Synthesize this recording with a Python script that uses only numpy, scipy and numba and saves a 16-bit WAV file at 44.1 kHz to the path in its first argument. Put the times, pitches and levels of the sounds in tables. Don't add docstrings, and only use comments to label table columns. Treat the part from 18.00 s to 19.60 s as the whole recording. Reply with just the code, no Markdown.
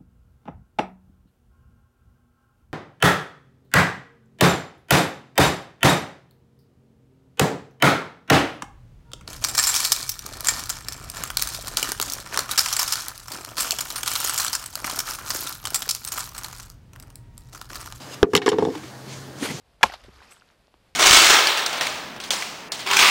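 import sys
import numpy as np
from scipy import signal
from scipy.io import wavfile
from scipy.ndimage import uniform_filter1d
from numba import njit

SR = 44100
rng = np.random.default_rng(int(sys.argv[2]) if len(sys.argv) > 2 else 0)


def store_wav(level_fs):
    pcm = np.round(np.clip(np.atleast_2d(level_fs), -1, 1) * 32767)
    wavfile.write(sys.argv[1], SR, pcm.T.astype(np.int16))


def gain_from_decibels(decibels):
    exponent = np.asarray(decibels, float) / 20
    return 10 ** exponent


N = 70560
T = np.arange(8192) / SR

# (time [s], boom level [dB], boom pitch [Hz], upper-mode level [dB], boom T60 [s])
KNOCKS = [(0.2294, 21, 410.2, -1.5, 0.042), (0.2521, -9, 390, -42, 0.057), (.266, -12, 406, -35.5, .05),
          (.287, -10.5, 413, -53, .05), (0.315, -20, 417, -57, 0.064), (0.3338, 1.5, 401, -14, 0.041),
          (0.352, 8, 440, -8, 0.044), (0.364, 0, 416, -15, 0.057), (.377, -5.5, 448, -19, .05),
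          (.398, -17, 417, -35, 0.088), (0.417, -14, 404, -24.5, 0.047), (.437, -21.5, 391, -34.5, 0.074),
          (0.4609, -2.5, 410, -19, 0.046), (0.4676, -8, 398, -20, .05), (0.479, 7.5, 417.5, -6.5, 0.057),
          (0.517, -0.5, 451, -22, 0.066), (.529, -7, 449, -20, 0.09), (0.5381, -6.5, 425, -32, 0.063),
          (0.559, -17, 426, -37.5, 0.13), (0.5843, 0.5, 440, -22.5, 0.067), (0.5947, -6, 450, -30, 0.044),
          (0.6036, -9.5, 430, -29, 0.035), (0.6232, 1, 433.6, -24.5, 0.057),
          (0.6508, -6.5, 454, -34.5, 0.042), (0.6687, -6, 457, -38, 0.034), (.683, -10, 431, -36.5, 0.044),
          (0.7033, -20, 428, -47.5, 0.042), (0.7509, -30, 420, -38, 0.057)]
# (frequency [Hz], level re boom [dB], T60 [s])
LOW_MODES = [(116, -23, 0.072), (172.3, -17, 0.072), (270.3, -16.5, 0.092), (331.2, -13.5, 0.074),
             (475, -16.5, 0.072)]
# (frequency [Hz], level [dB], T60 [s])
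UPPER_MODES = [(667, -12.5, 0.051), (752, -8, 0.12), (845, -6.5, 0.074), (898, -11, 0.046),
               (972, 11, 0.014), (1112, 2, 0.02), (1220, -12, 0.065), (1450, -15, 0.052),
               (1679, -3.5, 0.025)]
# (time [s], level [dB], pitch [Hz], T60 [s])
PINGS = [(.2296, 8.5, 1414, 0.0069), (.2299, 6, 3240, 0.0056), (.2301, 1, 820, .03), (.231, 0, 1068, 0.035),
         (.239, -8, 1220, 0.042), (.241, -24, 2600, 0.029), (.335, -11, 1090, 0.034),
         (.352, 2.5, 1215, 0.019), (0.3514, 1.5, 3480, .012), (0.363, -9, 5600, .012),
         (.367, -9.5, 2060, 0.021), (.3765, -20, 3640, 0.01), (.418, -21, 2620, 0.016),
         (0.4647, -6.5, 1180, 0.019), (.470, -24, 5350, 0.011), (.479, -6, 1160, 0.0095),
         (0.48, -17, 5400, 0.01), (0.4896, -3.5, 3180, 0.013), (.4893, -12, 4400, 0.0092),
         (0.489, -9, 7860, 0.014), (0.498, -17, 3040, 0.013), (.516, -22, 950, 0.033),
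         (.529, -12, 910, 0.026), (.529, -24, 1190, .025), (.540, -21, 960, 0.027),
         (.5845, -13.5, 930, 0.037), (.584, -25, 1820, 0.019), (.592, -16, 720, 0.039),
         (.598, -28, 980, .03), (.624, -14.5, 887, 0.029), (.628, -23, 1130, 0.039),
         (.630, -17, 730, 0.034), (.637, -27, 800, 0.033), (.6515, -17.5, 848, 0.037),
         (.650, -28.5, 1157, 0.036), (.669, -19.5, 723, 0.035), (.683, -23.5, 904, 0.031),
         (.690, -26.5, 736, .03), (.739, -42, 1030, 0.022), (1.428, -30.5, 1890, 0.04),
         (1.458, -31, 1510, .035), (1.458, -34, 1010, 0.041), (1.4886, -31, 2020, 0.034),
         (1.502, -30, 2100, 0.036)]
# (time [s], level [dB],
# pitch [Hz], T60 [s])
THUMPS = [(.266, -8.5, 413, .1), (.287, -13.5, 417.3, 0.095), (.562, -18, 278, 0.07),
          (.706, -20, 300, 0.015), (.719, -28.5, 421, .1), (0.757, -24, 306, 0.11),
          (0.838, -30, 320, 0.055), (1.41, -20, 294, 0.027), (1.4234, -9, 274, 0.025),
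          (1.447, -19.5, 430, 0.042), (1.496, -28, 154, 0.11), (1.505, -24, 243, 0.067),
          (1.543, -20.5, 145, 0.042)]
# (time [s], crack level [dB], rattle level [dB], tilt [dB per octave], rattle T60 [s])
CRACKS = [(0.2306, -12, -23, 6, 0.026), (0.301, -52, -48, 4, 0.39), (0.3342, -14.5, -20, 2, 0.033),
          (0.3516, 9.5, -2.5, -0.5, 0.041), (0.3642, 5.5, -5, 5, 0.035), (.376, -1.5, -16.5, -2.5, 0.054),
          (.4180, -22, -27.5, -7.5, 0.11), (0.4616, -11.5, -21, -3.5, 0.1), (0.4688, -30, -27, 0, 0.14),
          (0.4797, -5, -27, -34, 0.095), (0.4893, -5, -13, 4, 0.045), (0.499, -12, -38, -11, 0.03),
          (0.5167, -30, -24, -6, 0.051), (0.5274, -34, -24, -6.5, 0.039), (0.5392, -31, -41, -5, 0.15),
          (0.585, -26.5, -31, -1, 0.059), (0.594, -29, -40, -1, 0.26), (0.624, -39, -41.5, 2.5, 0.32),
          (0.651, -24, -34, -9, 0.05), (0.7025, -36, -45, -9, 0.053), (0.7523, -52, -38, -6, 0.041),
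          (0.952, -37, -58, -6, 0.012)]
# (frequency [Hz], width [Hz], level [dB])
PIECE_MODES = [(1850, 160, 12), (2203, 170, 12.5), (2990, 740, 9.5), (3510, 520, 8), (4390, 130, 14),
               (5140, 800, 8), (5600, 250, -17), (6900, 250, 7.5), (7730, 47, 11), (9110, 1120, -4),
               (10470, 570, -8.5), (12400, 2200, -14)]
# (time [s], level [dB])
RUSTLE = [(0.72, -55), (0.742, -52.5), (0.756, -43), (0.768, -59), (0.776, -43.5), (0.812, -55),
          (0.836, -43.5), (0.91, -54), (0.916, -69), (0.984, -70), (1.09, -46), (1.122, -45.5),
          (1.136, -41.5), (1.152, -47), (1.346, -61), (1.442, -34), (1.552, -42), (1.6, -43)]
# (frequency [Hz], level [dB per Hz])
CLOTH = [(300, -9), (500, -12.5), (1400, -19), (2600, -15.5), (4500, -16), (7500, -19.5), (16000, -38.5)]
# (time [s], level [dB])
BRUSH = [
    (1.39, -52),
    (1.41, -48),
    (1.43, -33),
    (1.465, -28.5),
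    (1.48, -56),
    (1.51, -32),
    (1.54, -61),
    (1.6, -70),
]
# (frequency [Hz], level [dB per Hz])
TRIM = [(150, -29), (300, 0), (700, -9), (1500, -10.5), (2100, -3), (2600, -17), (5000, -14.5),
        (16000, -26)]
# (time [s], level [dB])
SLIP = [
    (0, -49),
    (.022, -44),
    (.05, -47),
    (.105, -46),
    (.12, -42),
    (.145, -37),
    (.152, -45),
    (.19, -60),
    (.22, -93),
]
# (frequency [Hz], width [Hz], level [dB])
SQUEAK = [(2950, 240, -12), (4950, 82, -1.5), (6400, 72, -4), (7320, 46, -6)]
# (frequency [Hz], level [dB per Hz])
HUSH = [(30, -10), (133, -4), (260, -4), (1000, -12.5), (1650, -14.5), (2200, -24.5), (5000, -19),
        (14000, -41)]
# (time [s], level [dB])
HUM_SWELL = [
    (0, -3.5),
    (.8, -1.5),
    (.92, 2.5),
    (1.2, 6.5),
    (1.35, 2),
    (1.6, -7),
]

PUSH_S, BOOM_RISE_S, THUMP_RISE_S = 0.0011, 0.00077, 0.0048
PAIR_RATIO, PAIR_DB, PAIR_T60_S = 1.12, -17, 0.091
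HARD_DAMP = 0.15
MODE_JITTER, LOW_SCATTER_DB, UPPER_SCATTER_DB = 0.035, 3.5, 4
CLATTER_DB, CLATTER_T60_S = -1.5, 0.059
NOTCH_HZ, NOTCH_WIDTH_HZ, NOTCH_DEPTH = 594.0, 272.0, 0.89
PING_RISE_CYCLES, PING_SAG, SAG_S = 0.88, 0.079, 0.011
CRACK_T60_S, TILT_HZ = 0.0081, 3500
HUSH_DB, HUM_HZ, HUM_DB, MIC_HISS_DB = -41.5, 131.7, -45.5, -56.5
MIC_LOW_HZ, SETTLE_HZ, TOP_HZ = 73.6, 40.5, 15750
LIMIT_DB, RATIO, ATTACK_S, RELEASE_S = -17, 2.74, 0.0015, 0.046
CLIP, OVERLOAD_DB = 0.87, 6


@njit
def svf(x, hz, width):
    y, b, l = np.empty(len(x)), 0., 0.
    g, k = np.tan(np.pi * hz / SR), width / hz
    for i in range(len(x)):
        v = (b + g * (x[i] - l)) / (1 + g * (g + k))
        b, l, y[i] = 2 * v - b, l + 2 * g * v, k * v
    return y


def resonate(x, hz, width):
    return svf(svf(x, 1. * hz, 1. * width), 1. * hz, 1. * width)


@njit
def follow(x, attack, release):
    y, e = np.empty(len(x)), 1e-6
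    for i in range(len(x)):
        e += (abs(x[i]) - e) * (attack if abs(x[i]) > e else release)
        y[i] = e
    return y


def unit(x):
    return x / np.sqrt(np.mean(x ** 2))


def walk(rate):
    k = int(SR / rate)
    held = np.repeat(rng.standard_normal(N // k + 1), k)
    return unit(uniform_filter1d(uniform_filter1d(held, k), k)[:N])


def coloured(spectrum, flicker_db, grit_db):
    hz_at, db_at = np.array(spectrum, float).T
    grit = gain_from_decibels(grit_db * rng.exponential(size=N))
    out = 0
    for hz in 35 * 2 ** (np.arange(18) / 2):
        db = np.interp(np.log(hz), np.log(hz_at), db_at) + flicker_db * walk(14.58)
        grains = rng.standard_normal(N) * grit
        out = out + gain_from_decibels(db) * resonate(grains, hz, hz / 2)
    return unit(out)


def curve(table):
    s, db = np.array(table, float).T
    return gain_from_decibels(np.interp(np.arange(N) / SR, s, db, left=-90))


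def add(out, s, x):
    i = int(s * SR)
    out[i:i + len(x)] += x[:N - i]


def fade(t60):
    return np.exp(-np.log(1000) * T / t60)


def rise(seconds):
    return 1 - np.exp(-T / seconds)


def ring(hz, db, t60, side=1.):
    return -np.sign(side) * gain_from_decibels(db) * np.sin(2 * np.pi * hz * T) * fade(t60)


def tray_knocks():
    out = np.zeros(N)
    for s, db, hz, upper_db, t60 in KNOCKS:
        damping = gain_from_decibels(-HARD_DAMP * db)
        blow = ring(hz, db, t60) + ring(hz * PAIR_RATIO, db + PAIR_DB, PAIR_T60_S * damping)
        blow *= rise(BOOM_RISE_S)
        for f, d, t in LOW_MODES:
            detune, scatter = rng.standard_normal(2)
            blow += ring(f * (1 + MODE_JITTER * detune), db + d + LOW_SCATTER_DB * scatter, t * damping)
        for f, d, t in UPPER_MODES:
            detune, scatter = rng.standard_normal(2)
            level = upper_db + d + UPPER_SCATTER_DB * scatter
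            blow += ring(f * (1 + MODE_JITTER * detune), level, t, detune)
        clatter = unit(resonate(rng.standard_normal(len(T)), 860, 960))
        blow += gain_from_decibels(upper_db + CLATTER_DB) * clatter * fade(CLATTER_T60_S)
        add(out, s, blow * rise(PUSH_S) ** 2)
    return out - NOTCH_DEPTH * svf(out, NOTCH_HZ, NOTCH_WIDTH_HZ)


def panel_pings():
    out = np.zeros(N)
    for s, db, hz, t60 in PINGS:
        sagged_time = T - PING_SAG * (T - SAG_S * rise(SAG_S))
        swing = np.sin(-2 * np.pi * hz * sagged_time)
        add(out, s, gain_from_decibels(db) * swing * fade(t60) * rise(PING_RISE_CYCLES / hz))
    return out


def soft_thumps():
    out = np.zeros(N)
    for s, db, hz, t60 in THUMPS:
        add(out, s, ring(hz, db, t60) * rise(THUMP_RISE_S))
    return out


def piece_colour(x, tilt_db, broadening):
    bands = 0
    for f, width, d in PIECE_MODES:
        level = d + tilt_db * np.log2(f / TILT_HZ)
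        bands = bands + gain_from_decibels(level) * resonate(x, f, broadening * width)
    return unit(bands)


def piece():
    out = np.zeros(N)
    for s, db, rattle_db, tilt_db, t60 in CRACKS:
        burst, chance = rng.standard_normal((2, len(T)))
        grit = chance * gain_from_decibels(5.6 * np.abs(burst))
        crack = gain_from_decibels(db) * piece_colour(burst, tilt_db, 2.26) * fade(CRACK_T60_S)
        rattle = gain_from_decibels(rattle_db) * piece_colour(grit, tilt_db, 1.35) * fade(t60)
        add(out, s, crack + rattle)
    return out


def finger_slip():
    noise = rng.standard_normal(N)
    squeak = 0.3 * svf(noise, 3650.0, 2700.0)
    for f, width, d in SQUEAK:
        squeak = squeak + gain_from_decibels(d) * svf(noise, 1. * f, 1.3 * width)
    return curve(SLIP) * unit(squeak)


def sleeve():
    return gain_from_decibels(4.5) * curve(RUSTLE) * coloured(CLOTH, 2.7, 2.76)


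def trim_brush():
    return curve(BRUSH) * coloured(TRIM, 1.1, 3.05)


def hum():
    phase = 2 * np.pi * np.cumsum(HUM_HZ * (1 + 0.024 * walk(15))) / SR
    return gain_from_decibels(HUM_DB) * curve(HUM_SWELL) * np.sin(phase) * gain_from_decibels(1.3 * walk(24.8))


def hush():
    return gain_from_decibels(HUSH_DB) * coloured(HUSH, 2, 0.22) + gain_from_decibels(MIC_HISS_DB) * rng.standard_normal(N)


def scene():
    blows = tray_knocks() + panel_pings() + soft_thumps() + piece()
    hands = finger_slip() + sleeve() + trim_brush()
    return (gain_from_decibels(4.0) * blows + hands + hum() + hush())[None]


def low_pass(x):
    return signal.sosfilt(signal.butter(12, 16820, fs=SR, output="sos"), x)


def record(dry):
    dry = signal.sosfilt(signal.butter(4, MIC_LOW_HZ, "high", fs=SR, output="sos"), dry)
    envelope = follow(dry[0], 1 / (ATTACK_S * SR), 1 / (RELEASE_S * SR))
    gain = np.minimum(1, gain_from_decibels(LIMIT_DB) / envelope) ** (1 - 1 / RATIO)
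    limited = signal.sosfilt(signal.butter(2, SETTLE_HZ, "high", fs=SR, output="sos"), dry * gain)
    clipped = np.clip(limited, -CLIP, CLIP)
    excess = np.abs(limited - clipped).clip(0, 1)
    clipped = clipped - gain_from_decibels(OVERLOAD_DB) * uniform_filter1d(excess, size=131, origin=50)
    clipped = np.clip(clipped, -CLIP, CLIP)
    wet = signal.sosfilt(signal.ellip(9, .3, 42, TOP_HZ, fs=SR, output="sos"), clipped)
    return low_pass(wet)


dry = scene()
out = record(dry)
store_wav(out)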